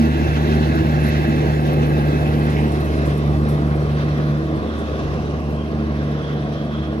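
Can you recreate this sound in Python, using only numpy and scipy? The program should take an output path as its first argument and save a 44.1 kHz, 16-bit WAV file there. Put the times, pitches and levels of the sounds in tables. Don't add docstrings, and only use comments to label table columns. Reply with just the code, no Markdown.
import sys
import numpy as np
from scipy import signal
from scipy.fft import rfft, irfft
from scipy.io import wavfile
from scipy.ndimage import uniform_filter1d

SR = 44100
rng = np.random.default_rng(int(sys.argv[2]) if len(sys.argv) > 2 else 0)


def transcribe(signal):
    frames = np.atleast_2d(signal).T
    limited = np.clip(frames, -1, 1)
    pcm = np.round(limited * 32767).astype(np.int16)
    wavfile.write(sys.argv[1], SR, pcm)


N = 308700
TIME = np.arange(N) / SR

# (time [s], rate [Hz])
FIRING = [(0, 75.5), (.9, 75.34), (1.8, 74.46), (2.3, 74.37), (3.3, 73.72), (4.5, 73.9), (7, 73.5)]
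# (multiple of crank speed [-], level [dB])
CRANK_ORDERS = [(4, -7), (7, -15), (8, -13), (10, -5.5), (12, -2.5), (13, 1.5), (14, -15), (15, -29),
                (16, -7.5), (17, -10), (19, -8.5), (20, -11.5), (22, -36), (23, -20), (25, -13.5)]
# (time [s], level [dB])
FIRING_TONE = [(0.06, -21.5), (0.54, -20), (0.65, -22.5), (1.15, -22.5), (1.67, -26), (1.69, -25),
               (3.07, -21.5), (3.13, -26.5), (3.39, -21), (3.6, -24.5), (3.79, -23.5), (4.12, -28.5),
               (6.02, -25.5), (6.23, -32), (6.46, -32), (6.59, -36), (6.88, -25.5), (6.94, -30)]
# (time [s], level [dB])
FIRING_OCTAVE = [(0.06, -22.5), (0.23, -25), (0.31, -21), (1.61, -20.5), (1.78, -17.5), (1.92, -19.5),
                 (2.61, -20), (2.93, -28), (2.99, -21.5), (4.26, -20), (4.6, -28), (4.77, -48), (5.02, -26),
                 (5.69, -29.5), (6.15, -23), (6.25, -30.5), (6.31, -24.5), (6.94, -30)]
# (time [s], level [dB])
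FIRING_THIRD = [(0.02, -17.5), (0.13, -34), (0.25, -27), (0.35, -40), (0.42, -25.5), (1.15, -28),
                (1.21, -46), (1.29, -18.5), (1.37, -39.5), (2.02, -26.5), (2.12, -40), (2.14, -30.5),
                (3.16, -32), (3.24, -27), (4.65, -32), (6.94, -30)]
# (time [s], level [dB], half length [s])
HUM_SWELLS = [(.18, -25, .11), (0.804, -24.5, 0.15), (1.26, -26, 0.073), (3.5, -31, 0.24),
              (4.48, -25.5, 0.068), (5.88, -28, .08)]

# (frequency [Hz], level per Hz [dB])
GIRDERS_NEAR = [(25, -28), (42, -25), (56, -15.5), (100, 2), (190, -5), (240, 5), (290, -9), (350, 1.5),
                (450, -8), (680, -10.5), (850, -11), (1100, -21), (1500, -52), (2500, -70)]
GIRDERS_FAR = [(25, -31), (42, -26), (56, -12), (100, -4), (190, -1), (240, -3.5), (290, -5), (335, -3),
               (420, -5.5), (660, -9), (880, -17.5), (1100, -13), (1500, -36), (2500, -68)]
DECK = [(200, -30), (380, -11), (470, 4.5), (600, -10), (800, -4.5), (950, -21), (1300, -12), (2500, -70)]
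WHEELS_NEAR = [(600, -29), (1120, -8), (1480, 0), (2000, -5), (2300, -8.5), (2650, -7.5), (3100, -12),
               (3800, -11.5), (5000, -19), (6300, -21.5), (7400, -32), (10000, -38)]
WHEELS_FAR = [(600, -17), (1150, -3), (1500, 1.5), (2000, -6), (2300, -10), (2850, -12), (3200, -11),
              (3800, -11.5), (5000, -17.5), (6200, -21.5), (7400, -38), (10000, -45)]
FIZZ_NEAR = [(4000, -19), (6500, -23), (7500, -3), (8600, -6), (9700, 2), (10900, -2), (11700, 4),
             (12800, -3), (14200, -1.5)]
FIZZ_FAR = [(4000, -10), (6500, -27), (7400, -2.5), (8300, 2.5), (9600, 3.5), (10600, -1.5), (11700, 1.5),
            (12800, -5), (14200, -8)]
WIND = [(15, 4), (35, -13), (60, 0), (120, 0), (300, -45), (1000, -100)]

# (frequency [Hz], width [Hz], near level [dB], far level [dB])
RAIL_MODES = [(1127, 71, -48, -57), (1645, 120, -39.5, -58), (2075, 280, -45.5, -54),
              (2643, 104, -43.5, -56), (4210, 190, -57, -69), (5610, 69, -61, -65)]
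# (time [s], level [dB], ring [Hz], t60 [s])
CLANKS = [(.47, -38, 3500, .2), (1.075, -34, 1900, 0.17), (1.244, -30, 1707, 0.16), (1.41, -36, 1700, .13),
          (2.008, -26, 751.4, .06), (2.038, -23, 750, .06), (2.255, -35.5, 2580, 0.25),
          (2.56, -32, 2003, .42), (2.565, -38, 2800, .35), (3.03, -37, 1700, .26), (3.71, -34, 1482, .3)]
# (time [s], level [dB], frequency [Hz], width [Hz], t60 [s])
TICKS = [(1.035, -41, 10500, 1800, .12), (1.062, -40, 11650, 700, .08), (1.086, -33, 11700, 500, .04),
         (1.73, -38, 11600, 2500, .055), (2.498, -42, 10050, 3000, .07), (2.715, -43.5, 9800, 4000, .11),
         (2.845, -45, 11530, 5000, .12), (3.052, -44, 9000, 6000, 0.22), (3.173, -43, 10500, 5000, .085),
         (3.484, -43, 10460, 4000, 0.24), (4.783, -48, 8800, 4000, 0.13)]
# (time [s], level [dB], frequency [Hz], width [Hz], half length [s])
RINGING_SWELLS = [(4.75, -46, 1115, 110, 1.5), (4.79, -47.5, 3440, 560, 0.27), (5.1, -55, 5380, 2200, 0.52),
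                  (5.3, -50.5, 2750, 600, .7), (5.616, -48.5, 3200, 150, .07),
                  (6.28, -45.5, 3300, 550, 0.14), (6.591, -46, 3270, 350, .045),
                  (6.795, -45, 3300, 380, .11)]
# (time [s], level [dB], half length [s])
BUMPS = [(1.578, -43, .04), (2.07, -40, .05), (2.73, -40, .03), (5.09, -38, 0.063), (5.19, -41, 0.034)]

# (frequency [Hz], likeness [0-1])
LIKENESS = [(60, 0.56), (250, 1), (500, 0.81), (700, 0.88), (950, 0.74), (1450, 0.9), (2100, 0.64),
            (2800, 0.44), (4000, 0.39), (6000, 0.21), (14000, 0.15)]
# (frequency [Hz], level difference [dB])
LEAN = [(60, -1), (110, 0), (200, -1), (370, -1), (670, 0.5), (1220, -1.3), (2240, -3.5), (4090, -1.5),
        (6000, -3.5), (8500, 0.5), (13700, -0.5)]
# (frequency [Hz], factor on the lead [-])
LEAD_BEND = [(100, 0.54), (400, 1.03), (620, 0.73), (900, 1.02), (1400, 0.93), (2200, 1.11), (4000, 1.083)]

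SPEED_M_PER_S, TRACK_M, TAIL_PASSES_S = 23.8, 16.6, 1.94


def gain_of(db):
    return 10 ** (np.asarray(db) / 20)


def evened(x):
    return x / np.sqrt(np.mean(x ** 2) + 1e-20)


def read(points, hz):
    f, value = np.transpose(points)
    return np.interp(np.log(hz + 1), np.log(f + 1), value)


def follow(rows):
    s, value = np.transpose(rows)
    return np.interp(TIME, s, value)


def swell(s, db, half_s):
    return gain_of(db) * np.exp(-((TIME - s) / half_s) ** 2)


def wander(rate_hz):
    count = N // 50
    hz = np.fft.rfftfreq(count, 50 / SR)
    spectrum = rfft(rng.standard_normal(count)) / (1 + (hz / rate_hz) ** 4)
    slow = evened(irfft(spectrum, count))
    return np.interp(TIME, np.linspace(0, TIME[-1], count), slow)


def nearness(passes_s, t=TIME):
    return TRACK_M / np.hypot(TRACK_M, SPEED_M_PER_S * np.maximum(t - passes_s, 0))


def remoteness(t=TIME):
    return 1 - nearness(TAIL_PASSES_S, t) ** 2


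def receding(db, passes_s, doubling_db):
    return gain_of(db + doubling_db * np.log2(nearness(passes_s)))


def ring(hz, width_hz):
    r = np.exp(-np.pi * width_hz / SR)
    noise = rng.standard_normal(N) + 1j * rng.standard_normal(N)
    envelope = signal.lfilter([1], [1, -2 * r, r * r], noise)
    carrier = np.exp(2j * np.pi * np.cumsum(hz * np.ones(N)) / SR)
    return (envelope / envelope.real.std() * carrier).real


def ring_pair(hz, width_hz):
    return np.array([ring(hz, width_hz) for _ in range(2)])


def roar(near, far, patchy_db, flicker_db, size):
    hop = size // 4
    frames, hz = N // hop + 5, np.fft.rfftfreq(size, 1 / SR)
    distance = remoteness(np.arange(frames) * hop / SR)[:, None]
    shape = gain_of((1 - distance) * read(near, hz) + distance * read(far, hz))
    shape /= np.linalg.norm(shape, axis=1, keepdims=True)
    patches = uniform_filter1d(rng.standard_normal(shape.shape), size=14, axis=0)
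    patches = evened(uniform_filter1d(patches, size=9, axis=1))
    flicker = evened(uniform_filter1d(rng.standard_normal((frames, 1)), size=6, axis=0))
    z = rng.standard_normal((2, *shape.shape)) + 1j * rng.standard_normal((2, *shape.shape))
    z *= shape * gain_of(patchy_db * patches + flicker_db * flicker)
    _, noise = signal.istft(z.transpose(0, 2, 1), nperseg=size, noverlap=size - hop)
    return evened(noise[:, :N])


def burst(s, db, hz, width_hz, t60, rise):
    t, f = np.arange(SR // 2) / SR, np.fft.rfftfreq(SR // 2, 1 / SR)
    band = 1 / (1 + ((f - hz) / width_hz) ** 2) ** 2
    cluster = evened(irfft(rfft(rng.standard_normal((2, len(t)))) * band))
    envelope = np.exp(-np.log(1000) * t / t60) * (1 - np.exp(-t / rise))
    sound = gain_of(db) * cluster * envelope
    return np.pad(sound, ((0, 0), (round(s * SR), N)))[:, :N]


def echoes(depth, rate_hz):
    return 1 + depth * (wander(rate_hz) + 1j * wander(rate_hz))


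def wind(breeze_db=-54, apart=0.55):
    gusts = gain_of(breeze_db) + sum(swell(*row) for row in BUMPS)
    shared, differing = roar(WIND, WIND, patchy_db=2, flicker_db=2.5, size=2048)
    return gusts * evened(shared + apart * differing * np.array([[1], [-1]]))


def grit(ticks_per_s=3.1, over_fizz_db=3, t60_s=0.092):
    fizz = roar(FIZZ_NEAR, FIZZ_FAR, patchy_db=2.6, flicker_db=-0.2, size=256)
    hits = (rng.random(N) < ticks_per_s / SR) * rng.random(N)
    ticks = signal.lfilter([1], [1, -np.exp(-np.log(1000) / (t60_s * SR))], hits)
    fade = receding(-50.5, passes_s=2.12, doubling_db=5.1)
    return fade * (1 + gain_of(over_fizz_db) * ticks) * fizz


def ringing(rough_db=1.5, rough_hz=40):
    swells = swell(6.46, db=-51, half_s=0.5) * ring_pair(3230, width_hz=500)
    for s, db, hz, width_hz, half_s in RINGING_SWELLS:
        swells += swell(s, db, half_s) * ring_pair(hz, width_hz)
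    return swells * gain_of(rough_db * wander(rough_hz))


def knocks():
    clanks = sum(burst(s, db, hz, width_hz=760, t60=t60, rise=0.0013) for s, db, hz, t60 in CLANKS)
    return clanks + sum(burst(*row, rise=0.0023) for row in TICKS)


def turbo(cycles_per_firing=93.4):
    whistle = ring_pair(cycles_per_firing * follow(FIRING), width_hz=28)
    return receding(-65, passes_s=2.8, doubling_db=7.16) * whistle


def wheels(revs_per_s=8.4, tread_db=0.36, surge_db=1.05):
    distance = remoteness()
    doppler = follow(FIRING) / FIRING[0][1]
    noise = roar(WHEELS_NEAR, WHEELS_FAR, patchy_db=1.47, flicker_db=1.05, size=1024)
    roll = receding(-33, passes_s=1.02, doubling_db=2.29) * noise
    for hz, width_hz, near_db, far_db in RAIL_MODES:
        mode_gain = gain_of(near_db + distance * (far_db - near_db))
        roll += mode_gain * ring_pair(hz * doppler, width_hz)
    swish_db = tread_db * np.sin(2 * np.pi * revs_per_s * TIME + wander(4.0))
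    return roll * gain_of(swish_db + surge_db * wander(1.2))


def hollow(middle_s=2.8, middle_hz=422, sag_hz_per_s=50):
    hz = middle_hz - sag_hz_per_s * (TIME - middle_s)
    return swell(middle_s, db=-34, half_s=1.0) * ring_pair(hz, width_hz=100)


def girders(turns, throb=0.21, surge_db=0.06):
    puffs = evened(1 + throb * np.cos(2 * np.pi * turns))
    rumble = puffs * roar(GIRDERS_NEAR, GIRDERS_FAR, patchy_db=1.0, flicker_db=0.83, size=2048)
    rumble = signal.sosfilt(signal.butter(2, 48, "highpass", fs=SR, output="sos"), rumble)
    rumble *= receding(-22, passes_s=1.71, doubling_db=2.1) * gain_of(surge_db * wander(1.85))
    drumming = roar(DECK, DECK, patchy_db=2, flicker_db=3, size=1024)
    return rumble + swell(1.84, db=-30.5, half_s=0.67) * drumming


def engine_hum():
    return sum(swell(*row) for row in HUM_SWELLS) * ring_pair(323.7, width_hz=25)


def diesel(turns, tone_lift_db=2.5, octave_lift_db=3.0, third_lift_db=2.5, tone_waver_db=1.0):
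    tone_gain = gain_of(follow(FIRING_TONE) + tone_lift_db + tone_waver_db * wander(13))
    tone = tone_gain * np.cos(2 * np.pi * turns)
    octave_gain = gain_of(follow(FIRING_OCTAVE) + octave_lift_db + tone_waver_db * wander(15))
    octave = octave_gain * np.cos(4 * np.pi * turns)
    pipe_lag = 0.9
    third = (echoes(0.37, rate_hz=4.6) * np.exp(1j * (6 * np.pi * turns - pipe_lag))).real
    third *= gain_of(follow(FIRING_THIRD) + third_lift_db)
    orders = np.zeros(N)
    for order, db in CRANK_ORDERS:
        spin = np.exp(2j * np.pi * (order * turns / 3 + rng.random()))
        orders += gain_of(db) * (echoes(0.68, rate_hz=1.88) * spin).real
    orders = receding(-29.5, passes_s=3.4, doubling_db=0.4) * evened(orders)
    return -(tone + octave + third + orders)


def ports(direct, scattered, lead_near_ms=0.41, lead_far_ms=0.21, scatter_hz=3500):
    hz, t, spectra = signal.stft(np.vstack([scattered, direct]), SR, nperseg=1024, noverlap=768)
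    one, other, tone = spectra
    treble = hz ** 2 / (hz ** 2 + scatter_hz ** 2)
    same = np.clip(read(LIKENESS, hz), 0, 1)[:, None] ** (1 + np.outer(treble, remoteness(t)))
    lead_ms = lead_far_ms + (lead_near_ms - lead_far_ms) * nearness(TAIL_PASSES_S, t)
    lead_cycles = np.outer(hz * read(LEAD_BEND, hz), lead_ms) / 1000
    right = tone + same * one + np.sqrt(1 - same ** 2) * other
    right = right * np.exp(-2j * np.pi * lead_cycles)
    late = np.exp(-2j * np.pi * hz * 1.887 / 1000)
    share = 0.27 * np.exp(-(np.log2((hz + 1) / 840) / 0.98) ** 2)
    echo = (share * late)[:, None]
    lean = gain_of(read(LEAN, hz) / 2)[:, None]
    pair = np.array([(tone + one) * lean * (1 + echo), right / lean * (1 - echo)])
    return signal.istft(pair, nperseg=1024, noverlap=768)[1][:, :N]


def scene():
    firing_hz = follow(FIRING) * (1 + 0.0018 * wander(2.54))
    turns = np.cumsum(firing_hz) / SR
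    scattered = grit() + ringing() + knocks() + turbo() + wheels()
    scattered += hollow() + girders(turns) + engine_hum()
    return wind() + ports(diesel(turns), scattered)


def record(dry):
    lowpass = signal.firwin(511, 14300, window=("kaiser", 9), fs=SR)
    return signal.oaconvolve(dry, lowpass[None], "same")


dry = scene()
out = record(dry)
transcribe(out)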